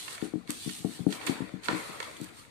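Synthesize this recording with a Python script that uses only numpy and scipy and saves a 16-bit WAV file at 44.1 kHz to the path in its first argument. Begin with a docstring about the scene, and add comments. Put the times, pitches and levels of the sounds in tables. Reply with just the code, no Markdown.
"""Fingertips smooth a paper strip on a desk under a phone on a stand. Skin slides on paper (a bright hiss) and
paper slides on paper (a duller scrape), both made of patchy noise, and the dragging rumbles in the desk.
Creases snap as short bursts of noise, and a small room answers them. Fingers tap the desk, whose low knock,
a sum of fading tones, climbs the stand into the left microphone. Soft room tone lies underneath."""
import sys
import numpy as np
from scipy import signal
from scipy.fft import rfft, irfft, next_fast_len
from scipy.io import wavfile
from scipy.ndimage import uniform_filter1d, map_coordinates

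SR = 44100
rng = np.random.default_rng(int(sys.argv[2]) if len(sys.argv) > 2 else 0)


def master(y):
    """Save y as 16-bit WAV."""
    cut = np.clip(np.atleast_2d(y).T, -1, 1)
    pcm = np.round(cut * 32767)  # scale
    wavfile.write(sys.argv[1], SR, pcm.astype(np.int16))


N = 110250  # length in samples: 2.5 seconds

# Room tone. Each row: frequency in Hz, relative strength per Hz in dB.
AIR_COLOUR = [(20, -29), (42, -3), (60, 4), (120, 9.5), (300, 2), (1000, -32), (4000, -12.5), (14000, -29)]
AIR_DB, AIR_LEFT_DB = -61.5, 15.5  # level; left over right

# How long the room rings. Each row: frequency in Hz, time to fade by 60 dB in seconds.
ROOM_FADE = [(300, 0.13), (2000, 0.43), (10000, 0.22)]
ROOM_DB, ROOM_DELAY_S = -5.5, 0.0033

# Tones the desk rings with. Each row: frequency in Hz, left level in dB, right level in dB,
# time to fade by 60 dB in seconds.
DESK_MODES = [(154, -25, -43, 0.2), (229, -6, -42, 0.075), (187, -4, -29, 0.16), (239.5, -8.5, -39, 0.23),
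              (275.3, -7.5, -28.5, 0.16), (269.3, -2, -38, 0.086), (306.8, 0.5, -31, 0.17),
              (339.7, -14, -37, 0.27), (417.2, -8, -23, 0.15), (447, -16.5, -47, 0.29),
              (511, -29.5, -16, 0.02), (600, -17, -23, 0.076), (688.6, -10.5, -48, 0.14),
              (748, -9, -17, 0.074), (1079, -5.5, -21, 0.018)]
SWELL_CYCLES = 0.06  # time constant of a mode's build-up
MODE_SCATTER_DB, DETUNE = 3.5, 0.015  # each landing favours other modes; a resting hand shifts them (share)
WAVER_CYCLES, WAVER_PER_S = 0.07, 30  # pressing hands blur the ring: size and speed of the phase drift
STAND_HZ, STAND_ORDER = 106.5, 4  # the stand holds back slower shaking

# Finger taps. Each row: start in seconds, strength of the push in dB, contact time in seconds.
FINGER_TAPS = [(0.2247, -22, 0.0015), (0.337, -28, 0.00099), (0.3553, -21.5, 0.0025),
               (0.493, -27.5, 0.0026), (0.661, -22.5, 0.0036), (0.6747, -24.5, 0.0025),
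               (0.802, -16.5, 0.011), (0.8466, -16, 0.0018), (0.87, -21, 0.0073), (0.902, -35, 0.0022),
               (0.993, -33.5, 0.00097), (1.002, -6, 0.0098), (1.019, -27, 0.0043), (1.066, -15.5, 0.0015),
               (1.294, -18.5, 0.0024), (1.404, -27, 0.0018), (1.418, -20.5, 0.0037), (1.538, -23, 0.0036),
               (1.689, -26.5, 0.00077), (1.71, -28.5, 0.0017), (1.7293, -23.5, 0.0019),
               (1.7448, -32, 0.0011), (1.894, -40.5, 0.00058), (2.201, -37.5, 0.0012),
               (2.2141, -24.5, 0.0036)]

# Resonances of the paper on the desk, before the response is squared.
# Each row: frequency in Hz, width in Hz, level in dB.
PAPER_RESONANCES = [(474, 287, -3.5), (1018, 260, -1), (1353, 347, -2), (1889, 387, 0.5), (2192, 574, 1),
                    (2612, 663, -1.5), (3300, 870, -6), (4480, 1160, -6.5), (7850, 6400, -14)]

# Crease snaps. Each row: start in seconds, strength in dB before the paper rings, centre frequency in Hz,
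# length in seconds, left over right in dB.
CREASE_SNAPS = [(0.0805, -27.5, 1490, 0.0062, -15), (0.179, -31, 2100, 0.0041, -9),
                (0.2165, -28, 1930, 0.0024, -8), (.476, -34, 2950, 0.00079, -23),
                (0.495, -28.5, 5000, 0.0017, -14), (0.5055, -9, 6500, 0.0016, -6),
                (0.517, -24.5, 8500, 0.0019, 12), (0.6917, -32, 3020, 0.016, -14),
                (.929, -35.5, 2600, 0.0015, -12), (1.105, -33.5, 3430, 0.019, -7),
                (1.125, -25, 2580, 0.0086, -12.5), (1.212, -40.5, 1880, 0.042, -18),
                (1.2656, -19.5, 8000, 0.009, -4), (1.2762, -22, 8000, 0.005, 0),
                (1.2687, -20.5, 1860, 0.02, -8.5), (1.634, -39.5, 2950, 0.019, -17),
                (1.651, -33, 3060, 0.0098, -12), (1.658, -28.5, 2880, 0.0096, -8),
                (1.6845, -14, 1570, 0.0051, -15), (1.6894, -19, 660, 0.0074, -9.5),
                (1.713, -32, 1500, 0.0051, 8), (1.72, -35, 1180, 0.0097, -18),
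                (2.002, -25.5, 2540, 0.0053, -17.5), (2.0035, -24, 776, 0.0091, 0),
                (2.042, -36, 2500, 0.0096, 7), (2.0264, -29.5, 590, 0.0048, -15),
                (2.0269, -32, 2800, 0.012, 15), (2.167, -33.5, 2960, 0.0065, 2),
                (2.214, -25.5, 9000, 0.0015, -13), (2.234, -28, 10000, 0.0015, 2),
                (2.243, -26.5, 10000, 0.0047, -3), (2.45, -49.5, 1390, 0.004, -25)]
SNAP_WIDTH_OCT, SNAP_RISE_S = 1.02, 0.000081  # spread of the colour in octaves; time constant of the rise
SNAP_FLOOR_HZ = 350  # thin paper radiates little bass
CRACKS_PER_S, CRACK_SPREAD_DB = 1500, 2.5  # a snap is a run of tiny cracks
LEFT_LAG_S = 0.0004  # the left port is farther away
BARE_DB = -7.5  # the snap heard directly, next to the ringing paper

# Sliding over time. Each row: time in seconds, level of the skin hiss in dB, level of the paper scrape in dB,
# level of the desk rumble in dB.
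SLIDE_LEVELS = [(0, -41, -58, -51), (.15, -41, -47, -61), (.19, -50.5, -47, -62),
                (0.247, -45, -51.5, -38.5), (.32, -58.5, -56, -54.5), (.46, -69, -62.5, -52),
                (0.5, -42, -43.5, -60), (.55, -43.5, -56.5, -50), (0.679, -39.5, -81, -63.5),
                (.78, -41, -64, -54), (0.842, -49, -58.5, -54), (0.953, -45, -54, -53),
                (1.06, -55, -60, -48), (1.098, -49, -66, -35.5), (1.137, -40, -45.5, -40.5),
                (1.2, -50.5, -45, -47), (1.259, -45, -44.5, -45), (1.297, -39, -41, -29.5),
                (1.35, -47.5, -43, -40.5), (1.42, -54.5, -45.5, -48.5), (1.612, -70, -56, -54),
                (1.645, -43, -47, -74), (1.679, -45.5, -46.5, -45), (1.7, -46.5, -32, -33),
                (1.752, -44.5, -38, -37), (1.8, -43.5, -41, -49), (1.99, -49.5, -46, -52),
                (2.03, -48.5, -43, -57), (2.19, -52, -51.5, -54), (2.24, -49.5, -50.5, -56.5),
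                (2.321, -59, -54, -55.5), (2.391, -48.5, -56, -64), (2.5, -64, -59.5, -78.5)]
# Colour of skin on paper. Each row: frequency in Hz, relative strength per Hz in dB.
HISS_COLOUR = [(250, -73), (650, -9.5), (1200, -11.5), (2400, -6.5), (3500, -0.5), (4500, -0.5), (7000, -5),
               (9000, -0.5), (14500, -10.5)]
HISS_LEFT_DB, SCRAPE_LEFT_DB = -0.5, 2  # left over right
GRAINS_PER_S, GRAIN_SPREAD_DB = 540, 5  # fibres that catch and let go
GRAIN_SHARE = 0.14  # their share of the power

# Overall colour of the sound: a dip above 4.7 kHz, a steep drop above 14.3 kHz.
# Each row: frequency in Hz, gain in dB.
OVERALL_COLOUR = [(4500, -0.5), (5000, -6.5), (6500, -2), (8600, 0.5), (10500, -5), (14300, -5),
                  (14700, -37)]
TOP_HZ, EDGE_HZ = 15600, 300  # nothing above the top; the fade below it is this wide


def amp(db):
    """Turn dB into a plain gain."""
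    return 10 ** (np.asarray(db) / 20)


def unit(x):
    """Scale each channel to an average (RMS) level of one."""
    return x / np.sqrt(np.mean(x ** 2, axis=-1, keepdims=True) + 1e-20)


def along(points, hz):
    """Read a curve of (Hz, value) points on a log frequency axis."""
    point_hz, values = np.transpose(points)
    return np.interp(np.log(hz + 1), np.log(point_hz + 1), values)


def filtered(x, response):
    """Multiply the spectrum of x by a response that depends on frequency."""
    size = next_fast_len(x.shape[-1] + SR // 2)
    spectrum = rfft(x, size) * response(np.fft.rfftfreq(size, 1 / SR))
    return irfft(spectrum, size)[..., :x.shape[-1]]


def sides(left_db):
    """Gains of both channels for a left-over-right difference."""
    return amp([[left_db / 2], [-left_db / 2]])


def room_tone():
    """Steady coloured noise, much stronger on the left."""
    noise = filtered(rng.standard_normal((2, N)), lambda hz: amp(along(AIR_COLOUR, hz)))
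    return amp(AIR_DB) * sides(AIR_LEFT_DB) * unit(noise)


def room(x):
    """Each frequency of the room's answer dies at its own speed."""
    hz, t, z = signal.stft(rng.standard_normal((2, SR)), SR, nperseg=256)
    fade = amp(-60 * t / along(ROOM_FADE, hz)[:, None])
    tail = signal.istft(z * fade, SR, nperseg=256)[1]
    late = np.pad(x.mean(axis=0), (round(ROOM_DELAY_S * SR), 0))
    return signal.fftconvolve(late[None], tail / np.linalg.norm(tail[0]), axes=1)[:, :N]


def desk(push, scatter):
    """A push rings the desk's modes, which reach each port through the stand; scatter 0 keeps them as listed."""
    hz, left_db, right_db, t60 = np.transpose(DESK_MODES)[..., None]
    t = np.arange(SR // 2) / SR
    level_luck, pitch_luck = scatter * rng.standard_normal((2, *hz.shape))

    # a slow random phase for each mode, starting from zero
    drift_points = rng.standard_normal((len(hz), WAVER_PER_S))
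    places = np.broadcast_arrays(np.arange(len(hz))[:, None], t * WAVER_PER_S)
    drift = map_coordinates(drift_points, places)
    waver = WAVER_CYCLES * (drift - drift[:, :1]) * np.minimum(t * WAVER_PER_S, 1)
    cycles = hz * (1 + DETUNE * pitch_luck) * t + waver

    fade = amp(MODE_SCATTER_DB * level_luck - 60 * t / t60)
    swell = 1 - np.exp(-hz * t / SWELL_CYCLES)
    rings = fade * swell * np.cos(2 * np.pi * cycles)
    answer = np.array([(amp(db) * rings).sum(axis=0) for db in (left_db, right_db)])
    stand = signal.butter(STAND_ORDER, STAND_HZ, "high", fs=SR, output="sos")
    return signal.fftconvolve(push[None], signal.sosfilt(stand, answer), axes=1)


def taps():
    """Each fingertip is a soft push on the desk; a longer contact knocks duller."""
    out, t = np.zeros((2, N + SR)), np.arange(SR // 50) / SR
    for start, db, contact in FINGER_TAPS:
        push = t ** 2 * np.exp(-6 * t / contact)
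        knock = desk(amp(db) * push / push.sum(), scatter=1)
        out[:, round(start * SR):][:, :knock.shape[1]] += knock
    return out[:, :N]


def paper(hz):
    """Causal response of the paper's resonances, with shallow valleys between them."""
    total = 0
    for k, (centre, width, db) in enumerate(PAPER_RESONANCES):
        damping = 1j * hz * width
        # neighbours get opposite signs
        total = total + (-1) ** k * amp(db) * damping / (centre ** 2 - hz ** 2 + damping)
    return total ** 2


def snaps():
    """A crease gives way: a noise burst around its own centre that partly rings the paper."""
    out, t = np.zeros((2, N + SR)), np.arange(SR // 10) / SR
    for start, db, centre_hz, length, left_db in CREASE_SNAPS:
        def colour(hz):
            octaves = np.log2((hz + 1) / centre_hz)
            less_bass = hz ** 2 / (hz ** 2 + SNAP_FLOOR_HZ ** 2)
            return less_bass * np.exp(-0.5 * (octaves / SNAP_WIDTH_OCT) ** 2)

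        wobble = map_coordinates(rng.standard_normal(SR // 10), [t * CRACKS_PER_S])
        cracks = amp(CRACK_SPREAD_DB * wobble) * rng.standard_normal((2, len(t)))
        fade = (1 - np.exp(-t / SNAP_RISE_S)) * np.exp(-2 * t / length)
        burst = unit(fade * filtered(cracks, colour))
        # scaling by the fade's own RMS keeps short and long snaps comparable in height
        burst *= np.sqrt(np.mean(fade ** 2)) * amp(db) * sides(left_db)
        out[0, round((start + LEFT_LAG_S) * SR):][:len(t)] += burst[0]
        out[1, round(start * SR):][:len(t)] += burst[1]
    return filtered(out[:, :N], lambda hz: amp(BARE_DB) + paper(hz))


def friction(colour, patchy_db):
    """Patchy noise plus tiny catches of the fibres: shared timing, but separate noise at the two ports."""
    # raise and lower patches of time and frequency at random
    z = signal.stft(rng.standard_normal((2, N)), nperseg=768)[2]
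    field = uniform_filter1d(rng.standard_normal(z.shape[1:]), size=3, axis=0)
    field = uniform_filter1d(field, size=5, axis=1)
    noise = signal.istft(z * amp(patchy_db * field / field.std()), nperseg=768)[1][:, :N]

    strength = amp(GRAIN_SPREAD_DB * np.minimum(rng.exponential(size=N), 3))
    catches = (rng.random(N) < GRAINS_PER_S / SR) * strength
    decay = np.exp(-np.arange(SR // 500) / (SR * 0.00035))  # time constant of a catch: 0.35 milliseconds
    grains = np.convolve(catches, decay)[:N] * rng.standard_normal((2, N))
    mix = np.sqrt(1 - GRAIN_SHARE) * unit(noise) + np.sqrt(GRAIN_SHARE) * unit(grains)
    return unit(filtered(mix, colour))


def sliding():
    """Hiss and scrape in the air, and the rumble that dragging fingers send through the desk."""
    times, *levels = np.transpose(SLIDE_LEVELS)
    hiss, scrape, rumble = [amp(np.interp(np.arange(N) / SR, times, db)) for db in levels]
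    skin = friction(lambda hz: amp(along(HISS_COLOUR, hz)), patchy_db=3.0)
    sheet = friction(paper, patchy_db=3.5)
    drag = np.gradient(uniform_filter1d(rng.standard_normal(N), size=40))
    shake = desk(drag, scatter=0)[:, :N]
    shake = shake / shake[0].std()  # the left side sets the level
    return hiss * sides(HISS_LEFT_DB) * skin + scrape * sides(SCRAPE_LEFT_DB) * sheet + rumble * shake


def scene():
    """Add up all layers; the room answers only the snaps."""
    cracks = snaps()
    return room_tone() + amp(ROOM_DB) * room(cracks) + taps() + cracks + sliding()


def record(dry):
    """Apply the overall colour and the upper limit of the sound."""
    def response(hz):
        edge = np.clip((TOP_HZ - hz) / EDGE_HZ, 0, 1) ** 2
        return amp(along(OVERALL_COLOUR, hz)) * edge

    return filtered(dry, response)


dry = scene()
out = record(dry)
master(out)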